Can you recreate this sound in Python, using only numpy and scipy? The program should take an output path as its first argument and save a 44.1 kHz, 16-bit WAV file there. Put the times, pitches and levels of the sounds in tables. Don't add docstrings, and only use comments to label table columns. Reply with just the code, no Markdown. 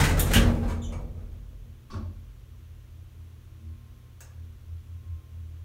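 import sys
import numpy as np
from scipy import signal
from scipy.fft import rfft, irfft
from scipy.io import wavfile
from scipy.ndimage import uniform_filter1d

SR = 44100
rng = np.random.default_rng(int(sys.argv[2]) if len(sys.argv) > 2 else 0)


def persist_wave(psi):
    counts = np.round(np.clip(psi, -1, 1) * 32767).astype(np.int16)
    wavfile.write(sys.argv[1], SR, np.atleast_2d(counts).T)


N = 248724
T = np.arange(N) / SR
HZ = np.fft.rfftfreq(N, 1 / SR)

# start in seconds, panel level in dB, metal level in dB, contact in seconds.
DOOR_BLOWS = [ (0.000, -25, -27.5, 0.003), (0.032, -29, -25.5, 0.0067), (0.085, -56, -34, 0.0074),
              (0.171, -34.5, -39, 0.0034), (0.194, -47, -39, .001), (0.258, -59, -35, 0.018),
              (0.309, -53, -33, 0.0047), (0.335, -35.5, -24.5, 0.0018), (0.355, -25.5, -31.5, 0.0081),
              (0.415, -30.5, -56, 0.017), (0.626, -42, -70.5, .009), (0.676, -51, -53, 0.0032),
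              (0.696, -45, -50, 0.0047), (1.170, -57.5, -76, 0.018), (1.313, -68, -71.5, 0.0017), ]
# start in seconds, part, level in dB, contact in seconds.
PART_KNOCKS = [ (0.000, "track", -24.5, .007), (0.164, "track", -30, 0.011), (0.194, "latch", -23.5, .001),
               (0.335, "latch", -26.5, 0.0014), (0.335, "frame", -25.5, 0.0026),
               (0.340, "floor", -24, 0.015), (0.357, "frame", -23.5, .005), (0.372, "track", -35, 0.01),
               (0.680, "catch", -39, 0.014), (0.919, "catch", -42, 0.0078), (1.900, "lever", -43.5, .003),
               (1.901, "rod", -56.5, 0.0036), (1.912, "rod", -53, .009), (1.915, "floor", -44, .01),
               (1.936, "lever", -42.5, 0.0022), (1.939, "rod", -59, .011), (1.948, "floor", -36, 0.024),
               (4.206, "relay", -48.5, 0.0004), (4.268, "lever", -64, .003), ]
# frequency in Hz, width in Hz, peak in dB.
PART_RESONANCES = dict( panel=[(798, 22, 12), (878, 16.7, 12), (1560, 27, 10.5)], metal=[(2280, 130, -1),
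                   (4110, 66, 2.5), (5600, 50, 4), (6360, 33, 8.5), (7860, 28, -9), (8580, 53, 9.5)],
                   latch=[(3640, 87, 6), (7130, 80, 3), (9490, 246, 6), (9500, 99, 2), (11520, 60, 5),
                   (13500, 120, 2.5)], frame=[(2537, 22, -1), (2830, 13, 10), (2845, 20, -2), (3030, 90, 7),
                   (3213, 18, 14.5)], track=[(163, 29, 7.5)], catch=[(954, 22, 15), (1185, 210, 9),
                   (2277, 105, 13), (6520, 260, 16)], lever=[(877, 40, 8.5), (1117, 96, 5.5),
                   (1150, 50, 2)], rod=[(4420, 260, 11), (5480, 180, 4)], floor=[(219, 16, 11.5),
                   (394, 20, 11.5)], relay=[(2700, 150, 13), (4530, 400, -3), (7500, 300, -1)])
# frequency in Hz, relative density in dB.
PART_SPECTRA = dict( panel=[(60, -18), (150, 4.5), (300, -4), (500, -6.5), (720, -11), (880, -12),
                (1150, -5), (1600, -11), (2300, -18.5), (4000, -20.5), (16000, -45.5)], metal=[(300, -32),
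                (900, -15), (1600, 0.5), (2300, -4), (3100, -10.5), (3800, -10), (5000, -13.5),
                (6400, -11.5), (8500, -11.5), (11000, -28.5), (16000, -26)], latch=[(1000, -35),
                (3500, -6.5), (4900, -19.5), (6800, -3.5), (8100, -9), (9600, -3), (10500, -8), (11700, -1),
                (15000, -7), (16000, -4)], frame=[(1000, -37), (2300, -20.5), (2800, -6), (3150, -11.5),
                (3400, -12), (3800, -23), (8000, -24.5), (16000, -46)], track=[(70, -10), (118, 2),
                (160, 3), (190, -7.5), (240, -42), (1000, -49)], catch=[(200, -30), (500, 6.5), (700, -8),
                (1150, -3.5), (1600, -19), (2300, -12.5), (4500, -20.5), (6600, -21.5), (9500, -18),
                (16000, -52)], lever=[(200, 1.5), (550, -23), (740, -15.5), (1100, -2), (1400, -8),
                (2100, -21), (5000, -27), (16000, -44)], rod=[(1200, -14), (3000, 0), (3900, -2),
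                (4400, -2.5), (5800, 0.5), (7000, -11), (9500, -12), (16000, -37)], floor=[(80, -26),
                (160, -1.5), (220, -1.5), (380, -7.5), (430, -28), (550, -6.5), (750, -21.5), (2000, -36),
                (16000, -75)], relay=[(200, -10), (500, 0), (1700, -1), (2600, -9), (3500, -9), (6400, 0),
                (8500, -1.5), (10500, -13), (16000, -3.5)])
PART_DAMPING_DB_PER_S = dict(frame=66, lever=24, catch=10, floor=22)
# frequency in Hz, T60 in seconds.
CABIN_T60_S = [(100, 0.518), (250, 0.84), (500, 0.73), (1000, 0.53), (2200, 0.4), (4000, 0.38), (8000, .3),
               (16000, 0.18)]
# frequency in Hz, relative density in dB.
RUMBLE_SPECTRUM = [(12, -9), (25, -8.5), (36, 4.5), (47, 10), (63, -11), (84, 10.5), (100, -11.5),
                   (135, -9), (200, -18.5), (400, -72)]
# frequency in Hz, relative density in dB.
ROLLER_SPECTRUM = [(80, -9), (160, 8.5), (200, -0.5), (233, 6.5), (275, -1), (520, 0), (750, -6.5),
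                   (1300, -16.5), (1800, -21.5), (2350, -18.5), (3000, -28), (16000, -38)]
# frequency in Hz, relative density in dB.
SHAFT_SPECTRUM = [(12, -41.5), (32, 2), (55, 4.5), (90, 1.5), (135, -9.5), (230, -19.5), (400, -21),
                  (800, -31), (1150, -28.5), (1900, -32), (3300, -32), (4900, -39.5), (6000, -36.5),
                  (8000, -42), (13500, -39.5)]
# frequency in Hz, base level in dB.
MOTOR_TONES = [(231, -69.5), (318, -76)]
# centre in seconds, length in seconds, hum lift in dB, whine lift in dB.
MOTOR_SURGES = [(3.67, 0.76, 9, 5.5), (4.048, 1, -1.5, 7.5), (5.14, 0.78, 5, 12)]
# start in seconds, car level in dB, door leaf level in dB, rise in seconds.
CAR_JOLTS = [(0.003, -25, -38.5, 0.0084), (0.345, -15, -17.5, 0.018), (1.951, -28, -65, 0.0082)]
# frequency in Hz, relative level in dB, T60 in seconds.
CAR_MODES = [(46.4, -8.5, 2.08), (70, -5, 0.38), (83.3, -1, 1.1), (91.3, 1, 0.76), (129.7, -20.5, .5)]
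# frequency in Hz, relative level in dB, T60 in seconds.
LEAF_MODES = [(120.3, 4, 0.72), (146.5, -6, 0.73), (182.2, 3, 0.49), (233.7, 1.5, 1.615),
              (240.4, -3.5, 1.1), (316, -11, 1.4), (439.3, -14.5, 1.8), (496, -18.5, 1.85),
              (550.5, -13.5, 1.24)]
# start in seconds, length in seconds, first and last pitch in Hz, level in dB.
SQUEAK_SLIPS = [(0.816, 0.038, 3640, 3350, -50), (0.833, 0.0333, 3200, 2980, -51)]
# centre in seconds, length in seconds, level in dB.
DRONE_THROBS = [ (3.002, 0.24, -48), (3.25, 0.22, -47), (3.695, .2, -38.5), (4.427, 0.34, -44),
                (4.74, 0.21, -38.5), (4.945, 0.2, -39), (5.126, 0.18, -34), (5.418, 0.34, -39),
                (5.61, 0.33, -43), ]


def amp(db):
    return 10 ** (np.asarray(db) / 20)


def unit_rms(x):
    return x / np.sqrt(np.mean(x ** 2) + 1e-20)


def lookup(points, hz):
    points_hz, values = np.transpose(points)
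    return np.interp(np.log(hz + 1), np.log(points_hz + 1), values)


def add(mix, start_s, sound):
    span = mix[max(round(start_s * SR), 0):][:len(sound)]
    span += sound[:len(span)]


def noise(spectrum_db):
    return unit_rms(irfft(rfft(rng.standard_normal(N)) * amp(spectrum_db), N))


def steady_noise(spectrum):
    raw = noise(lookup(spectrum, HZ))
    return raw / np.sqrt(uniform_filter1d(raw ** 2, 4000) + 1e-9)


def wander(rate_hz):
    return noise(-20 * np.log10(1 + (HZ / rate_hz) ** 4))


def tone(hz, drift_hz):
    pitch_hz = hz + drift_hz * wander(rate_hz=11.9)
    return np.sqrt(2) * np.sin(2 * np.pi * np.cumsum(pitch_hz) / SR)


def swell(centre_s, length_s):
    return np.cos(np.pi * np.clip((T - centre_s) / length_s, -.5, .5)) ** 2


def part_ring(part, ripple_db=3.5, size=65536):
    hz = np.fft.rfftfreq(size, 1 / SR)
    peaks_db = sum(db / (1 + (2 * (hz - peak_hz) / width_hz) ** 2)
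                   for peak_hz, width_hz, db in PART_RESONANCES[part])
    ripple = unit_rms(uniform_filter1d(rng.standard_normal(len(hz)), size=130))
    gain = amp(lookup(PART_SPECTRA[part], hz) + peaks_db + ripple_db * ripple)
    phases = np.exp(2j * np.pi * rng.random(len(hz)))
    modes = unit_rms(irfft(gain * phases))
    band_hz, frame_s, bands = signal.stft(modes, SR, nperseg=512)
    decay = amp(-60 * frame_s / lookup(CABIN_T60_S, band_hz)[:, None])
    return signal.istft(bands * decay, SR, nperseg=512)[1][:size]


def strike(part, contact_s, echo_gain=0.36, echo_s=0.02, snap_gain=2.2, snap_s=0.00076):
    ring = part_ring(part)
    t = np.arange(len(ring)) / SR
    early = 1 + echo_gain * np.exp(-t / echo_s) + snap_gain * np.exp(-t / snap_s)
    attack = 1 - np.exp(-t / contact_s)
    damping = amp(-PART_DAMPING_DB_PER_S.get(part, 0) * t)
    return ring * early * attack * damping


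def door_rattle(latch_offset_db=-7, frame_offset_db=-12.5, chatter_db=1.0):
    out = np.zeros(N)
    for start_s, panel_db, metal_db, contact_s in DOOR_BLOWS:
        levels_db = dict(panel=panel_db, metal=metal_db,
                         latch=metal_db + latch_offset_db, frame=metal_db + frame_offset_db)
        for part, db in levels_db.items():
            add(out, start_s, amp(db) * strike(part, contact_s))
    return out * amp(chatter_db * wander(rate_hz=470))


def fitting_knocks():
    out = np.zeros(N)
    for start_s, part, db, contact_s in PART_KNOCKS:
        add(out, start_s, amp(db) * strike(part, contact_s))
    return out


def door_rolling(slows_s=0.44, rests_s=1.7, settle_s=0.88, bump_db=2, dull_hz=700, dull_s=1.0):
    slowing_s = np.maximum(T - slows_s, 0)
    rumble_db = -24 - 18.5 * slowing_s
    rumble = steady_noise(RUMBLE_SPECTRUM) * amp(rumble_db)
    rollers_db = -33 - 27 * slowing_s
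    rollers = steady_noise(ROLLER_SPECTRUM) * amp(rollers_db + bump_db * wander(rate_hz=9))
    lows = irfft(rfft(rollers) / (1 + (HZ / dull_hz) ** 4), N)
    highs = (rollers - lows) / (1 + (T / dull_s) ** 4)
    fade_out = np.clip(1 - (T - rests_s) / settle_s, 0, 1)
    return fade_out * (rumble + lows + highs)


def shaft_air(level_db=-50.5):
    return amp(level_db) * noise(lookup(SHAFT_SPECTRUM, HZ))


def mains_hum(hz=118.9, level_db=-54):
    return amp(level_db) * tone(hz, drift_hz=0.199)


def motor(waver_depth=0.58, whine_hz=1060, whine_db=-84.5):
    hum_lift_db = sum(db * swell(centre_s, length_s) for centre_s, length_s, db, _ in MOTOR_SURGES)
    whine_lift_db = sum(db * swell(centre_s, length_s) for centre_s, length_s, _, db in MOTOR_SURGES)
    hum = np.zeros(N)
    for hz, db in MOTOR_TONES:
        partial = amp(db + hum_lift_db) * tone(hz, drift_hz=3.5)
        hum += partial * (1 + waver_depth * wander(rate_hz=4.2))
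    whine = amp(whine_db + whine_lift_db) * tone(whine_hz, drift_hz=6)
    return hum + whine


def boom(modes):
    start_rms = np.linalg.norm([amp(db) for _, db, _ in modes]) / np.sqrt(2)
    ring = sum(amp(db - 60 * T / t60_s) * np.sin(2 * np.pi * hz * T) for hz, db, t60_s in modes)
    return ring / start_rms


def car_jolts():
    out = np.zeros(N)
    car, leaf = boom(CAR_MODES), boom(LEAF_MODES)
    for start_s, car_db, leaf_db, rise_s in CAR_JOLTS:
        attack = 1 - np.exp(-T / rise_s)
        add(out, start_s, (amp(car_db) * car + amp(leaf_db) * leaf) * attack)
    return out


def squeak(second_db=-1, third_db=-16, jitter=.045, direct_gain=0.59, echo_t60_s=.3, echo_size=16384):
    out = np.zeros(N)
    for start_s, length_s, first_hz, last_hz, db in SQUEAK_SLIPS:
        count = round(length_s * SR)
        roughness = 1 + jitter * wander(rate_hz=350)[:count]
        pitch_hz = np.linspace(first_hz, last_hz, count) * roughness
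        phase = 2 * np.pi * np.cumsum(pitch_hz) / SR
        whistle = np.sin(phase) + amp(second_db) * np.sin(2 * phase) + amp(third_db) * np.sin(3 * phase)
        whistle *= signal.windows.tukey(count, .25)
        walls = rng.standard_normal(echo_size) * amp(-60 * T[:echo_size] / echo_t60_s)
        walls /= np.linalg.norm(walls)
        walls[0] += direct_gain
        add(out, start_s, amp(db) * signal.fftconvolve(whistle, walls))
    return out


def machinery_drone(hz=83.2, base_db=-52, start_s=2.28, rise_s=.12):
    fade_in = np.clip((T - start_s) / rise_s, 0, 1)
    throbs = sum(amp(db) * swell(centre_s, length_s) for centre_s, length_s, db in DRONE_THROBS)
    return (fade_in * amp(base_db) + throbs) * tone(hz, drift_hz=1.73)


def scene():
    door = door_rattle() + fitting_knocks() + door_rolling()
    background = shaft_air() + mains_hum() + motor()
    return (door + background + car_jolts() + squeak() + machinery_drone())[None]


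def record(dry):
    lowpass = signal.firwin(511, 15800, window=("kaiser", 9), fs=SR)
    return signal.oaconvolve(dry, lowpass[None], "same")


dry = scene()
out = record(dry)
persist_wave(out)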